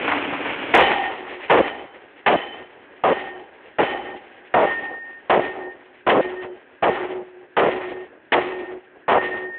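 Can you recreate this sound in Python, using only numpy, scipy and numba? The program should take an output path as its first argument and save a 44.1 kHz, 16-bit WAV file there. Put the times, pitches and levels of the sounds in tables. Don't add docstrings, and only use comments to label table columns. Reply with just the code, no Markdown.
import sys
import numpy as np
from scipy import signal
from scipy.fft import rfft, irfft, next_fast_len
from scipy.io import wavfile
from scipy.ndimage import uniform_filter1d
from numba import njit

SR = 44100
rng = np.random.default_rng(int(sys.argv[2]) if len(sys.argv) > 2 else 0)


def makeup_ratio(level_db):
    decades = np.asarray(level_db, float) / 20
    return 10 ** decades


def bounce(signal):
    frames = np.transpose(np.atleast_2d(signal))
    limited = np.clip(frames, -1, 1)
    pcm = np.round(limited * 32767).astype(np.int16)
    wavfile.write(sys.argv[1], SR, pcm)


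N = 422478

# pitch_hz, level_db (per Hz)
SHOP_COLOUR = [(18, -44), (30, -25.5), (134, -12.5), (194, -20), (264, -1), (520, -9), (639, -9),
               (1020, -32), (1640, -1), (2020, -21), (2420, -16), (3170, -31), (4050, -25), (5260, -73.5),
               (8910, -120)]
# pitch_hz, level_db (per Hz)
OPEN_COLOUR = [(18, -46), (30, -21), (207, -15.5), (293, -3), (352, -7.5), (489, -5.5), (737, -10),
               (851, -9), (1180, -13), (2060, -11), (2230, -8.5), (3170, -15), (4050, -20.5), (5260, -62),
               (8910, -120)]
# time_s, level_db
OPEN_LEVELS = [
    (0.0, -25.5),
    (0.075, -25.5),
    (0.2, -23),
    (0.45, -26),
    (0.72, -26.5),
]
# start_s, peak_db
CLANKS = [
    (0.078, -5.5),
    (0.116, -8),
    (0.169, -17.5),
    (0.334, -14),
    (0.45, -18),
]
# start_s, overload_s, roar_db, roar_centre_hz, crash_db (against the roar)
BLOWS = [(0.738, 0.090, -12, 624, -5), (1.497, 0.117, -12.5, 639, -2.5), (2.261, 0.1, -14.5, 780, -4),
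         (3.036, 0.095, -15, 640, -7), (3.785, 0.053, -13.5, 745, -13.5), (4.539, 0.117, -14.5, 704, -12.5),
         (5.296, 0.105, -13.5, 710, -8.5), (6.065, 0.145, -14.5, 642, -4.5),
         (6.824, 0.074, -16.5, 756, -4.5), (7.566, 0.128, -14.5, 698, -6.5), (8.320, 0.07, -17, 595, -3.5),
         (9.080, 0.104, -16, 777, -8)]
# centre_sinks_hz, crash_fades_db, roar_changes_db, thud_grows_db
ENDINGS = [(60, 15, -2, 5.5), (190, 27.5, 0, 6), (200, 29, 0.2, 6), (60, 22, 1.2, 3), (40, 9, -3, 6.5),
           (70, 22, 1, 2.5), (90, 28.5, -1, 4), (200, 30, -0.5, 6), (160, 22.5, 2, 3), (190, 21, -0.5, 5.5),
           (5, 23, 2.5, -1), (140, 18.5, 3, -1)]
# pitch_hz, level_db (per Hz)
ROAR_COLOUR = [(18, -54.5), (30, -35.5), (91, -32), (152, -14), (441, -1), (600, -4.5), (784, -7.5),
               (1360, -11.5), (1710, -10.5), (1860, -13.5), (2330, -20.5), (3100, -21), (4050, -23),
               (5260, -70.5), (8910, -120)]
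# middle_s, length_s, depth_db
ROAR_DIPS = [(2.318, 0.0092, 6), (4.6, 0.016, 3.6), (5.386, 0.016, 10), (7.681, 0.013, 9.1),
             (9.14, 0.01, 2.1)]
# start_s, peak_db
CRACKLES = [(0.7502, -19.5), (0.7533, -18.5), (0.7668, -42.5), (0.776, -24), (0.792, -36.5), (0.8083, -30),
            (1.514, -33.5), (1.533, -39.5), (3.797, -55.5), (5.303, -49), (6.075, -53.5), (9.094, -56)]
# pitch_hz, level_db (per Hz)
HALL_COLOUR = [(18, -64.5), (30, -12), (158, -19.5), (367, -1), (693, -6), (768, -6), (924, -5),
               (1390, -8.5), (1680, -11.5), (1860, -5.5), (2280, -14.5), (3170, -19), (4050, -19),
               (5260, -69.5), (8910, -120)]
# pitch_hz, width_hz, level_db (against the treble)
UPPER_RINGS = [(2590, 40.0, -17)]
# level_db, brightness_db, fall_db_per_s, bass_shut_s, treble_shut_s (suppressor closes)
ECHOES = [(-20.5, 2.5, 44.5, 0.397, 0.38), (-23, 0.5, 62, 0.38, 0.42), (-30.5, 1.5, 47.5, 0.4, 0.39),
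          (-30, 0.6, 44, 0.42, 0.28), (-26.5, 0.8, 47.5, 0.39, 0.41), (-25, 0.4, 51.5, 0.44, 0.43),
          (-25.5, -1, 48.5, 0.41, 0.38), (-30.5, -0.3, 36, 0.53, 0.41), (-26, -1.5, 41, 0.412, 0.34),
          (-24.5, 0, 45.5, 0.485, 0.48), (-26.5, 0, 43.5, 0.47, 0.44), (-26.5, -0.25, 39.5, 0.44, 0.38)]
# time_s, level_db
LEFTOVER = [
    (0.74, -37),
    (1.451, -42.5),
    (1.95, -55.5),
    (4.398, -56),
    (6.7, -62),
    (9.58, -64.5),
]
# pitch_hz, width_hz
RINGS = [
    (367, 4.0),
    (785, 70.0),
    (1838, 3.0),
    (3055, 34.0),
]
# frame_db, die_db, anvil_db, ram_db
RINGING = [(-38.5, -13.5, -26.5, -24.5), (-48.5, -27.5, -33.5, -32.5), (-53, -32, -43.5, -29.5),
           (-38.5, -28, -34, -40.5), (-37.5, -24.5, -32.5, -36.5), (-35.5, -23.5, -19, -48.5),
           (-32, -27, -27, -49), (-26, -42, -30.5, -41), (-26, -30, -30, -51.5), (-25.5, -31.5, -33.5, -48),
           (-26.5, -32, -35, -60), (-30.5, -33.5, -24, -50)]
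# frame_held_s, frame_fall_db_per_s, anvil_held_s, anvil_fall_db_per_s
HELD = [(0.68, 10, 0.37, 17), (0.26, 28, 0.28, 26.5), (0.47, 10, 0.4, 13), (0.407, 11, 0.34, 19),
        (0.407, 5.5, 0.368, 21), (0.36, 33, 0.668, 33), (0.41, 7, 0.453, 34), (0.496, 20.5, 0.37, 21),
        (0.633, 8.5, 0.16, 42), (0.495, 23.5, 0.51, 31.5), (0.468, 16.5, 0.4, 22), (0.43, 6, 0.7, 20.5)]
# middle_s, length_s, depth_db
FRAME_DIPS = [(0.94, .04, 3), (3.28, .05, 10), (3.95, 0.053, 10), (4.04, 0.063, 19), (5.45, 0.063, 14),
              (5.545, 0.062, 16), (6.23, 0.033, 7), (6.355, 0.028, 5), (6.97, 0.073, 15), (7.08, 0.046, 13),
              (7.14, 0.032, 8), (7.355, 0.29, 13.5), (7.9, .05, 3), (8.43, 0.043, 5), (8.5, .03, -1),
              (8.66, 0.04, 26), (9.265, 0.035, 8), (9.395, 0.04, 2)]
DIE_DIPS = [(0.895, 0.032, 4.5), (0.95, 0.034, 10), (2.41, 0.026, 12), (3.31, 0.038, 8), (3.87, 0.027, 17),
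            (4.04, 0.04, 6.1), (4.76, 0.12, 12), (5.5, .12, 8), (7.1, .05, 14), (7.17, .04, 11)]
ANVIL_DIPS = [(0.94, .06, 10), (3.24, .04, 8), (3.845, .04, 16), (4.02, .09, 10), (4.62, .14, 6),
              (4.815, .04, 8), (4.91, .04, 6), (5.4, .04, 16), (5.57, .09, 15), (6.2, .06, 8),
              (6.33, .08, 20), (7.03, .05, 12), (7.79, .04, 10), (8.47, .08, 10), (9.16, .045, 16),
              (9.232, .035, 14), (9.298, .035, 18), (9.405, .04, 9), (9.49, .05, 4)]

LOW_TOP_HZ, HIGH_FROM_HZ = 850, 1900
SHUT_DB, SHUT_S = 9, .05
DROP_DB = 22
DIP_EDGE_S = 0.015


def rms_one(x):
    return x / np.sqrt(np.mean(x ** 2) + 1e-20)


def drift(rate):
    return rms_one(np.interp(np.arange(N) * rate / SR, np.arange(2000), rng.standard_normal(2000)))


def coloured(x, spectrum, low_hz=20, high_hz=6000):
    size = next_fast_len(N)
    hz = np.arange(size // 2 + 1) * SR / size + 1
    pitch_hz, level_db = np.transpose(spectrum)
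    shape = makeup_ratio(np.interp(np.log(hz), np.log(pitch_hz), level_db))
    shape = shape / (1 + (low_hz / hz) ** 8) / (1 + (hz / high_hz) ** 8)
    return rms_one(irfft(rfft(x, size) * shape, size)[:N])


def sparse(per_s, spread_db):
    fires = rng.random(N) < per_s / SR
    signs = rng.choice([-1, 1], N)
    return 1e-18 + fires * signs * makeup_ratio(spread_db * rng.standard_normal(N))


def resonance(x, hz, width_hz):
    r = np.exp(-np.pi * width_hz / SR)
    return rms_one(signal.lfilter([1, 0, -1], [1, -2 * r * np.cos(2 * np.pi * hz / SR), r * r], x))


@njit
def gliding(x, hz, r):
    y = np.zeros(len(x))
    for i in range(2, len(x)):
        y[i] = x[i] - x[i - 2] + 2 * r * np.cos(2 * np.pi * hz[i] / SR) * y[i - 1] - r * r * y[i - 2]
    return y


def since_blow():
    t, starts = np.arange(N) / SR, np.array(BLOWS)[:, 0]
    latest = np.maximum(np.searchsorted(starts, t) - 1, 0)
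    return latest, np.maximum(t - starts[latest], 0), t >= starts[0]


def dips(rows):
    out, t = np.zeros(N), np.arange(N) / SR
    for middle_s, length_s, depth_db in rows:
        near = slice(int((middle_s - length_s) * SR), int((middle_s + length_s) * SR))
        inside_s = length_s / 2 - np.abs(t[near] - middle_s)
        out[near] -= depth_db * np.clip(inside_s / min(DIP_EDGE_S, length_s / 2), 0, 1)
    return out


def shut(since, after_s, depth_db):
    return -depth_db * np.clip((since - after_s) / SHUT_S + .5, 0, 1)


def steady_shop():
    return makeup_ratio(-55 + 1.0 * drift(27.0)) * coloured(sparse(per_s=22000.0, spread_db=2.5), SHOP_COLOUR)


def open_shop():
    s, db = np.transpose(OPEN_LEVELS)
    first_s = BLOWS[0][0]
    level_db = np.interp(np.arange(N) / SR, [*s, first_s, first_s + .06], [*db, db[-1], -99])
    furnace = coloured(sparse(per_s=3000.0, spread_db=-1.0), OPEN_COLOUR) * makeup_ratio(1.2 * drift(40.0))
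    drone = resonance(rng.standard_normal(N), 292, 23.0)
    return makeup_ratio(level_db - 2.0) * (furnace + makeup_ratio(-10) * drone)


def clanks(t60=0.22):
    t, shape = np.arange(N) / SR, np.zeros(N)
    for s, db in CLANKS:
        shape += (t > s) * makeup_ratio(db - 11.5 - 60 * np.maximum(t - s, 0) / t60)
    return shape * coloured(sparse(per_s=2400.0, spread_db=1.5), HALL_COLOUR, low_hz=604.0)


def blows(width_hz=295.0, broad_db=-5.0, drive=0.4, chatter_db=2.5):
    latest, since, begun = since_blow()
    _, length, roar_db, centre_hz, crash_db = np.array(BLOWS)[latest].T
    gate = begun * np.clip(since / .0025, 0, 1) * np.clip(1 - (since - length) / .002, 0, 1)
    done = np.minimum(since / length, 1)
    sink_hz, fade_db, change_db, growth_db = np.array(ENDINGS)[latest].T
    roar_db = roar_db + change_db * done + dips(ROAR_DIPS)
    centre_hz = centre_hz - sink_hz * done
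    crash_db = crash_db - fade_db * done ** 1.58

    pulses = sparse(per_s=2500.0, spread_db=3.5)
    roar = rms_one(gliding(pulses, centre_hz, np.exp(-np.pi * width_hz / SR)))
    thud = makeup_ratio(broad_db + growth_db * (done + 0.5)) * coloured(pulses, ROAR_COLOUR, high_hz=676)
    clang = makeup_ratio(0.52 * crash_db + 6.0) * coloured(pulses, ROAR_COLOUR, low_hz=750, high_hz=1420)
    roar = rms_one(roar + thud + clang)
    roar = np.tanh(roar * makeup_ratio(chatter_db * drift(90.0)) * drive / 2)
    roar = rms_one(signal.sosfilt(signal.butter(2, 1600, fs=SR, output="sos"), roar))
    roar = rms_one(roar / uniform_filter1d(roar ** 2, size=500) ** .3)

    crash = coloured(sparse(per_s=1100.0, spread_db=-0.5), ROAR_COLOUR, low_hz=1553)
    crash = crash * makeup_ratio(3.8 * drift(70.0))
    squashed = 2.3 * np.tanh((roar + makeup_ratio(crash_db) * crash) / 2.1)
    squashed = signal.sosfilt(signal.butter(4, 4000, fs=SR, output="sos"), squashed)
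    return gate * makeup_ratio(roar_db) * squashed


def crackles():
    slivers = np.zeros(N)
    for s, db in CRACKLES:
        slivers[round(s * SR)] = makeup_ratio(db + 13.0)
    slivers = signal.sosfilt(signal.butter(2, 6000.0, fs=SR, output="sos"), slivers + 1e-18)
    return signal.sosfilt(signal.butter(4, 4400, "high", fs=SR, output="sos"), slivers)


def echo_levels():
    latest, since, begun = since_blow()
    level_db, bright_db, fall_db, bass_s, treble_s = np.array(ECHOES)[latest].T
    left_db = np.interp(np.arange(N) / SR, *np.transpose(LEFTOVER))
    late = np.maximum(since, np.array(BLOWS)[latest, 1])
    # echo offset in dB, share of the fall, leftover offset in dB, shutting time in s
    ranges = [(-1, 0.85, 0.5, bass_s), (-4, 1.17, -3.3, (bass_s + treble_s) / 2), (-1, 1.256, 1.7, treble_s)]
    levels = []
    for k, (offset_db, fall_share, left_offset_db, shut_s) in enumerate(ranges):
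        echo_db = level_db + offset_db + k * bright_db - fall_db * fall_share * late
        echo_db = echo_db + shut(since, shut_s, SHUT_DB)
        both = np.hypot(makeup_ratio(echo_db), makeup_ratio(left_db + left_offset_db))
        levels.append(np.where(begun, 20 * np.log10(both), -99))
    return levels


def hall(low_db, middle_db, high_db, patchy_db=2.0):
    high_db = np.minimum(high_db, middle_db + 8)
    pulses, together = sparse(per_s=3000.0, spread_db=1.0), drift(25.0)
    ranges = [(low_db + 2.0, 20, LOW_TOP_HZ),
              (middle_db + 0.043, LOW_TOP_HZ, HIGH_FROM_HZ),
              (high_db + 0.036, HIGH_FROM_HZ, 6000)]
    out = np.zeros(N)
    for db, low_hz, high_hz in ranges:
        flicker_db = patchy_db * (.7 * together + drift(40.0))
        out += makeup_ratio(db + flicker_db) * coloured(pulses, HALL_COLOUR, low_hz, high_hz)
    for hz, width_hz, db in UPPER_RINGS:
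        out += makeup_ratio(high_db + db + 3 * drift(12)) * resonance(rng.standard_normal(N), hz, width_hz)
    return out


def ring_levels():
    latest, since, begun = since_blow()
    frame_s, frame_fall, anvil_s, anvil_fall = np.array(HELD)[latest].T
    closing = shut(since, np.array(ECHOES)[latest, 3], SHUT_DB)
    frame, die, anvil, ram = np.array(RINGING)[latest].T
    levels = [frame - frame_fall * since + shut(since, frame_s, DROP_DB) + dips(FRAME_DIPS),
              die - 42.5 * since + closing + dips(DIE_DIPS),
              anvil - anvil_fall * since + shut(since, anvil_s, DROP_DB) + dips(ANVIL_DIPS),
              ram - 53 * since + closing]
    masked_db = 8 * np.clip((np.array(BLOWS)[latest, 1] - since) / DIP_EDGE_S, 0, 1)
    return np.where(begun, levels - masked_db, -99)


def rings(levels_db):
    out = np.zeros(N)
    for (hz, width_hz), db in zip(RINGS, levels_db):
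        if width_hz > 10:
            tone = resonance(resonance(rng.standard_normal(N), hz, width_hz), hz, 3 * width_hz)
        else:
            tone = np.sqrt(2) * np.sin(2 * np.pi * np.cumsum(hz + width_hz * drift(30)) / SR)
        out += makeup_ratio(db - .4 + 1.1 * drift(40)) * tone
    return out


def scene():
    before = steady_shop() + open_shop() + clanks()
    return (before + blows() + hall(*echo_levels()) + rings(ring_levels()))[None]


def top_cut(x):
    return signal.sosfilt(signal.butter(12, 16000, fs=SR, output="sos"), x)


def record(dry):
    mirror = dry * np.cos(2 * np.pi * 8000 * np.arange(N) / SR)
    mirror = signal.sosfilt(signal.cheby2(4, 60, [3300, 5200], "band", fs=SR, output="sos"), mirror)
    narrow = signal.sosfilt(signal.butter(2, 70, "high", fs=SR, output="sos"), dry + makeup_ratio(8) * mirror)
    clip_level = .714
    size = np.tanh((np.abs(narrow) / clip_level) ** 3) ** (1 / 3)
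    narrow = clip_level * size * np.sign(narrow)
    narrow = signal.sosfilt(signal.cheby2(8, 60, 4750, fs=SR, output="sos"), narrow)
    return top_cut(narrow + crackles())


dry = scene()
out = record(dry)
bounce(out)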